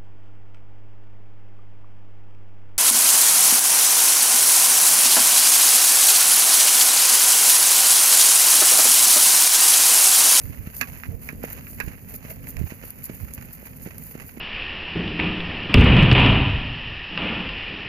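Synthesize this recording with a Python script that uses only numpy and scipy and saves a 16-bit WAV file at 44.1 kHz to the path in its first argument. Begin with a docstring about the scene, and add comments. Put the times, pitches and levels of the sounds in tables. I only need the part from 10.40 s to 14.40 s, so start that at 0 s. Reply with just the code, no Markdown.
"""On a gravel path, a light cart rolls along with a led horse walking behind it.
The uneven ground shakes the cart into a rumble, and grit crunches under tyres and hooves.
Hoof falls and bumps excite the low modes of the body; hard parts rattle on the frame, with two
hard clacks. The microphone rides on the cart, close to a jacket whose cloth swishes and
crackles by friction. Low wind slowly dies down at both ports, and buffets hit the right one."""
import sys
import numpy as np
from scipy import signal
from scipy.fft import rfft, irfft, next_fast_len
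from scipy.io import wavfile

SR = 44100
rng = np.random.default_rng(int(sys.argv[2]) if len(sys.argv) > 2 else 0)


def inscribe(sig):
    """Save sig as 16-bit PCM at rate SR to the path in sys.argv[1].

    A 1-D sig is mono; a 2-D sig holds one channel per row.
    Samples are clipped to [-1, 1] before scaling.
    """
    pcm = np.round(np.clip(np.atleast_2d(sig).T, -1, 1) * 32767)
    wavfile.write(sys.argv[1], SR, pcm.astype(np.int16))


N = 176400
T = np.arange(N) / SR

# Roughness of the path, as the crunch it raises. Each row: time in seconds, level in dB.
ROUGHNESS = [(0, -46), (.34, -46.5), (.46, -40), (.65, -46), (.79, -53), (.87, -41.5), (.95, -51.5),
             (1.12, -40.5), (1.33, -49.5), (1.45, -44), (1.6, -48.5), (1.73, -44), (1.8, -50.5), (1.9, -38),
             (1.98, -50.5), (2.09, -45.5), (2.56, -47.5), (2.65, -45.5), (3.48, -48), (3.83, -46.5),
             (4, -52)]
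# Hoof falls and bumps. Each row: time in seconds, level in dB, pulse width in ms.
BLOWS = [(.274, -21, 0.76), (0.931, -24.5, 0.42), (1.040, -14, 0.2), (1.478, -23, 0.44),
         (1.744, -29.5, 0.21), (1.851, -25.5, 0.54), (2.322, -22, 0.43), (2.439, -26.5, 0.17),
         (2.698, -19.5, 0.42), (2.982, -26, 0.95), (3.229, -31.5, 0.22), (3.463, -21.5, 0.54),
         (3.474, -24, 0.34), (3.7539, -21.5, 0.36), (3.974, -23.5, 0.4)]
# Low modes of the cart body. Each row: frequency in Hz, gain in dB, 60 dB decay time in seconds.
BODY_MODES = [(101, -14.5, 0.13), (155, -1.5, 0.046), (252, -1.5, 0.18), (448, 2, 0.097), (640, 8, 0.031)]
BODY_LEFT_DB = -1


def from_db(db):
    """Amplitude ratio of a level in decibels."""
    return 10 ** (np.asarray(db) / 20)


def rms_one(x):
    """Normalisation to an rms of 1."""
    return x / np.sqrt(np.mean(x ** 2) + 1e-20)


def coloured(x, points):
    """Minimum-phase filter through (Hz, dB) points; folding the cepstrum makes it causal."""
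    size = next_fast_len(N + SR // 2) // 2 * 2
    hz, db = np.transpose(points)
    bin_hz = np.arange(size // 2 + 1) * SR / size
    gain = from_db(np.interp(np.log(bin_hz + 1), np.log(hz), db))
    cepstrum = irfft(np.log(gain))
    cepstrum[1:size // 2] *= 2
    cepstrum[size // 2 + 1:] = 0
    return irfft(rfft(x, size) * np.exp(rfft(cepstrum)))[..., :N]


def low_pass(x, hz):
    """Second-order low-pass filter."""
    return signal.sosfilt(signal.butter(2, hz, fs=SR, output="sos"), x)


def drift(per_s):
    """Random modulation: straight lines between normally distributed values."""
    return np.interp(T * per_s, np.arange(2000), rng.standard_normal(2000))


def grains(per_s, spread_db):
    """Shot noise: independent clicks of uneven size, with an rms of 1."""
    sizes = from_db(spread_db * np.minimum(rng.exponential(1, N), 5)) * rng.choice([-1, 1], N)
    return rms_one(sizes * (rng.random(N) < per_s / SR))


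def stick_slip(depth, per_s=130, decay_s=0.0023):
    """Stick-slip envelope: sudden random releases die away over a steady floor; rms 1."""
    starts = (rng.random(N) < per_s / SR) * rng.uniform(.2, 1, N)
    bursts = rms_one(signal.lfilter([1], [1, -np.exp(-1 / (decay_s * SR))], starts))
    return rms_one(np.hypot(1, depth * bursts))


def ring(force, modes):
    """Modal superposition: a force drives damped resonators of alternating sign."""
    response = 0
    for k, (hz, db, t60) in enumerate(modes):
        radius, angle = from_db(-60 / (t60 * SR)), 2 * np.pi * hz / SR
        poles = [1, -2 * radius * np.cos(angle), radius * radius]
        mode = signal.lfilter([0, np.sin(angle)], poles, force + 1e-18)
        response = response + (-1) ** k * from_db(db) * mode
    return response


def bell(centre_s, width_s):
    """Bell-shaped envelope whose width is its standard deviation."""
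    return np.exp(-.5 * np.minimum(((T - centre_s) / width_s) ** 2, 100))


def decay(start_s, decay_s):
    """Exponential decay from a sudden onset."""
    return (T >= start_s) * np.exp(-np.clip((T - start_s) / decay_s, 0, 50))


def push(centre_s, width_ms):
    """Pressure pulse: a compression, then a weaker and wider rarefaction."""
    width_s = width_ms / 1000
    return bell(centre_s, width_s) - 0.59 * bell(centre_s + 4.44 * width_s, 1.43 * width_s)


def placed(x, left_db):
    """Stereo by level difference: the left side is raised or lowered."""
    return np.array([from_db(left_db) * x, x])


def rumble(wind_hz=102, wind_fade_db_per_s=2.5):
    """Forced vibration: the cart rumbles over the path, while low wind at each port slowly dies down."""
    # Spectrum of the rumble. Each row: frequency in Hz, gain in dB.
    spectrum = [(30, -7.5), (60, -0.5), (100, -1), (165, -0.5), (205, -4), (255, -1), (305, -14),
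                (540, -15), (900, -33), (3000, -45)]
    jolts = grains(per_s=2500, spread_db=2.5)
    shake = jolts - 0.85 * low_pass(jolts, wind_hz / 2)
    low_wind = 1.78 * low_pass(rng.standard_normal((2, N)), wind_hz) * from_db(-wind_fade_db_per_s * T)
    noise = shake + low_wind + 0.69 * rng.standard_normal((2, N))
    bumps = from_db(2.5 * drift(per_s=20))
    return from_db(-40.5) * rms_one(coloured(noise * bumps, spectrum))


def grit(crack_s=0.0091):
    """Granular noise: fine grit crunches and larger stones crack under load, adding in power."""
    # Cracks of larger stones. Each row: start in seconds, level in dB.
    stones = [(0.655, -35.5), (1.046, -32), (1.107, -31), (1.175, -35), (1.481, -35), (1.849, -41),
              (2.07, -34.5), (2.268, -36.5), (2.303, -36), (2.425, -37.5), (2.801, -40.5), (2.882, -38.5),
              (2.978, -35), (3.254, -40), (3.267, -35), (3.507, -34.5), (3.799, -29.5), (3.819, -36.5),
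              (3.891, -38)]
    # Spectrum of crushed grit. Each row: frequency in Hz, gain in dB.
    spectrum = [(300, -15), (650, 1), (1200, -1.5), (2000, 5), (2700, 2.5), (3500, -16.5), (4700, -10.5),
                (5500, -15), (6800, -5), (8300, -31), (11000, -4), (15000, -39)]
    bed_db = np.interp(T, *np.transpose(ROUGHNESS)) + 1.9 * drift(per_s=60)
    bed = from_db(bed_db) * stick_slip(depth=from_db(-0.5))
    cracks = sum(from_db(db) * decay(s, crack_s) for s, db in stones)
    scuffs = sum(from_db(db - 20) * bell(s, crack_s) for s, db, _ in BLOWS)  # each blow crushes grit
    level = np.hypot(bed, cracks + scuffs)
    clicks = grains(per_s=3000, spread_db=2)
    texture = clicks + np.array([[1.0], [.4]]) * rng.standard_normal((2, N))
    return from_db(-1) * coloured(level * texture, spectrum) / np.std(coloured(texture, spectrum))


def cloth(snap_s=0.0015):
    """Stick-slip friction: threads slip in dense grains that swell with each swish; creases snap."""
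    # Swishes of the jacket. Each row: centre in seconds, level in dB, width in seconds.
    swishes = [(0.02, -40.5, 0.062), (0.379, -32, 0.022), (0.855, -40.5, 0.029), (1.057, -39.5, 0.013),
               (1.129, -33, 0.01), (1.33, -40.5, 0.071), (1.703, -38, 0.015), (1.757, -35.5, 0.017),
               (1.911, -30, 0.0081), (2.095, -34, 0.017), (2.281, -41, 0.025), (2.453, -35.5, 0.0086),
               (2.484, -37.5, 0.011), (2.652, -31, 0.014), (2.741, -40.5, 0.018), (2.813, -39.5, 0.021),
               (2.946, -33, 0.0053), (3.145, -38, 0.014), (3.264, -39, 0.0083), (3.439, -36.5, 0.014),
               (3.666, -38, 0.047), (3.88, -41.5, 0.015)]
    # Snaps of creasing cloth or tack. Each row: start in seconds, level in dB, left gain in dB.
    creases = [(.2705, -33.5, 6), (.3445, -36, 4), (.367, -26.5, 6), (1.035, -24.5, -7), (1.1025, -28, 4),
               (1.7402, -30, 4), (2.0885, -31, 10), (2.505, -25, 5), (2.641, -26, 9), (2.937, -22.5, 3),
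               (3.582, -24, -6)]
    # Spectrum of rubbing cloth. Each row: frequency in Hz, gain in dB.
    spectrum = [(1000, -20), (3500, -29.5), (4800, -14), (5600, -20.5), (6800, -7.5), (8300, -28),
                (10000, -4.5), (12000, -0.5), (14400, -0.5), (16000, -3)]
    jolt_db = np.interp(T, *np.transpose(ROUGHNESS))
    bed = from_db(-45.5 + 0.7 * (jolt_db - jolt_db.mean()))  # rough ground shakes the jacket too
    swish_power = sum((from_db(db) * bell(s, width)) ** 2 for s, db, width in swishes)
    flicker = from_db(1.5 * drift(per_s=170)) * stick_slip(depth=0.73)
    level = np.sqrt(bed ** 2 + swish_power) * flicker
    slips = np.array([grains(per_s=9800, spread_db=3) for _ in range(2)])
    slips += 0.48 * grains(per_s=15000, spread_db=3)  # common to both ports
    snap_level = sum(placed(from_db(db) * (decay(s, snap_s) + 2 * decay(s, snap_s / 10)), left_db)
                     for s, db, left_db in creases)
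    snaps = snap_level * rng.choice([-1, 1], (2, N))
    return from_db(5.5) * coloured(level * rms_one(slips) + snaps, spectrum)


def wind(gust_s=0.014):
    """Turbulent pressure: buffets hit the right port amid eddies that the left catches faintly."""
    # Buffets of wind. Each row: time in seconds, level in dB, pulse width in ms.
    buffets = [(.053, -21, 1.9), (0.099, -18, 0.98), (0.194, -20.5, 1.9), (0.69, -18.5, 1.17),
               (0.716, -21.5, 1.05), (0.747, -19.5, 1.46), (.769, -26.5, 1.4), (1.444, -20, 1.46),
               (1.477, -19, 1.3), (2.166, -20.5, 2.5), (2.2145, -12, 0.74), (2.241, -14.5, 0.99),
               (2.833, -21, 1.3)]
    # Spectrum of the turbulence. Each row: frequency in Hz, gain in dB.
    spectrum = [(20, -20.5), (80, 14.5), (450, -17.5), (1100, -52.5)]
    pushes = sum(from_db(db) * push(s, ms) for s, db, ms in buffets)
    gust_power = sum(from_db(db / 2 - 20.5) ** 2 * bell(s, gust_s) for s, db, _ in buffets)
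    eddies = rms_one(coloured(rng.standard_normal((2, N)), spectrum))
    left, right = placed(np.sqrt(gust_power), left_db=-11.5) * eddies
    return np.array([left, right + pushes])


def thuds():
    """Pulse excitation: soft blows set the low modes of the body humming."""
    pulses = placed(sum(from_db(db) * push(s, ms) for s, db, ms in BLOWS), BODY_LEFT_DB)
    return pulses + from_db(-54.5) * ring(pulses, BODY_MODES)


def knocks(buzz_s=0.013, treble_hz=3540):
    """Impact excitation: each hard contact cracks, chatters, buzzes and rings the frame and body."""
    # Hard parts striking the frame.
    # Each row: start in seconds, level in dB, decay time of the chatter in seconds, treble gain in dB.
    impacts = [(0.4114, 0.5, 0.0067, 5), (0.4209, -8.5, 0.0077, -6), (0.429, -13, .006, -4),
               (0.6354, -10.5, 0.001, -7), (0.8894, -6.5, 0.00097, -2.5), (1.2691, -17.5, 0.00074, -5),
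               (1.4014, -2.5, 0.0022, 0.5), (1.4036, -4, 0.0066, -10), (1.43, -29, .002, -14),
               (2.1681, -19, .003, 5.5), (3.012, -22, 0.0013, 2)]
    # Modes of the frame. Each row: frequency in Hz, gain in dB.
    frame_modes = [(1130, -10), (1262, -15), (1510, -9), (1630, 1), (1960, -7.5), (2227, -11), (2480, -4),
                   (2590, 1.5)]
    # Spectrum of a contact's crack. Each row: frequency in Hz, gain in dB.
    spectrum = [(200, -25.5), (700, -6), (1100, 3), (1650, 9.5), (2650, 11), (3200, -12), (4500, -3),
                (7400, -1), (8500, -31), (10500, 1), (14500, -3.5)]
    force, dull, bright = np.zeros((3, N))
    chatter = grains(per_s=5000, spread_db=1.0)
    for s, db, chatter_s, treble_db in impacts:
        hit = np.zeros(N)
        hit[int(s * SR)] = from_db(db)
        contact = hit + from_db(db + 4.5) * chatter * decay(s, chatter_s) / np.sqrt(chatter_s * SR / 2)
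        coupling_db = 0.66 * db  # weak knocks ring less than hard clacks
        force += from_db(coupling_db) * (hit + contact) / 2
        buzz = chatter[::-1] * decay(s, buzz_s) / np.sqrt(buzz_s * SR / 8)  # loose parts
        dull += contact + from_db(coupling_db - 8.5) * buzz
        bright += from_db(treble_db) * contact * decay(s, 2 * chatter_s)
    # Higher modes die sooner: 60 dB in 0.074 s at 2 kHz.
    damped_modes = [(hz, db, 0.074 * np.sqrt(2000 / hz)) for hz, db in frame_modes]
    crack = coloured(bright + low_pass(dull - bright, treble_hz), spectrum)
    frame = from_db(0.5) * crack + from_db(-23.5) * ring(force, damped_modes)
    return placed(frame, left_db=-4) + from_db(-37.5) * ring(force, BODY_MODES)


def judders(width_s=0.021):
    """Resonance: runs of small jolts drive the two highest body modes, which sound hollow."""
    # Patches of rough ground. Each row: centre in seconds, level in dB.
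    patches = [(.735, -45), (1.73, -53), (1.906, -42.5), (2.19, -43)]
    level = sum(from_db(db) * bell(s, width_s) for s, db in patches)
    hollow = rms_one(ring(grains(per_s=600, spread_db=-1), BODY_MODES[-2:]))
    return placed(level * hollow, BODY_LEFT_DB)


def scene(left_lag_ms=0.18):
    """Superposition: the cart reaches the left port late; cloth and wind are at the microphone."""
    left, right = rumble() + grit() + thuds() + knocks() + judders()
    delayed_left = np.interp(T - left_lag_ms / 1000, T, left)
    return np.array([delayed_left, right]) + cloth() + wind()


def record(dry):
    """Frequency response: the left port is muffled in the mids, and both are band-limited."""
    # Sensitivity of the left port against the right. Each row: frequency in Hz, gain in dB.
    left_response = [(40, 1), (250, -5), (500, -2.5), (700, -8), (1200, -11.5), (2000, -14), (4200, -11.5),
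                     (6800, -22), (9000, -7), (11000, -13.5), (13000, -1.5), (14400, 4.5)]
    ports = np.array([coloured(dry[0], left_response), dry[1]])
    low_cut = signal.butter(1, 18, "high", fs=SR, output="sos")
    port_roll_off = signal.ellip(7, .5, 38, 14490, fs=SR, output="sos")
    high_cut = signal.cheby2(14, 40, 15935, fs=SR, output="sos")
    return signal.sosfilt(np.vstack([low_cut, port_roll_off, high_cut]), ports)


dry = scene()
out = record(dry)
inscribe(out)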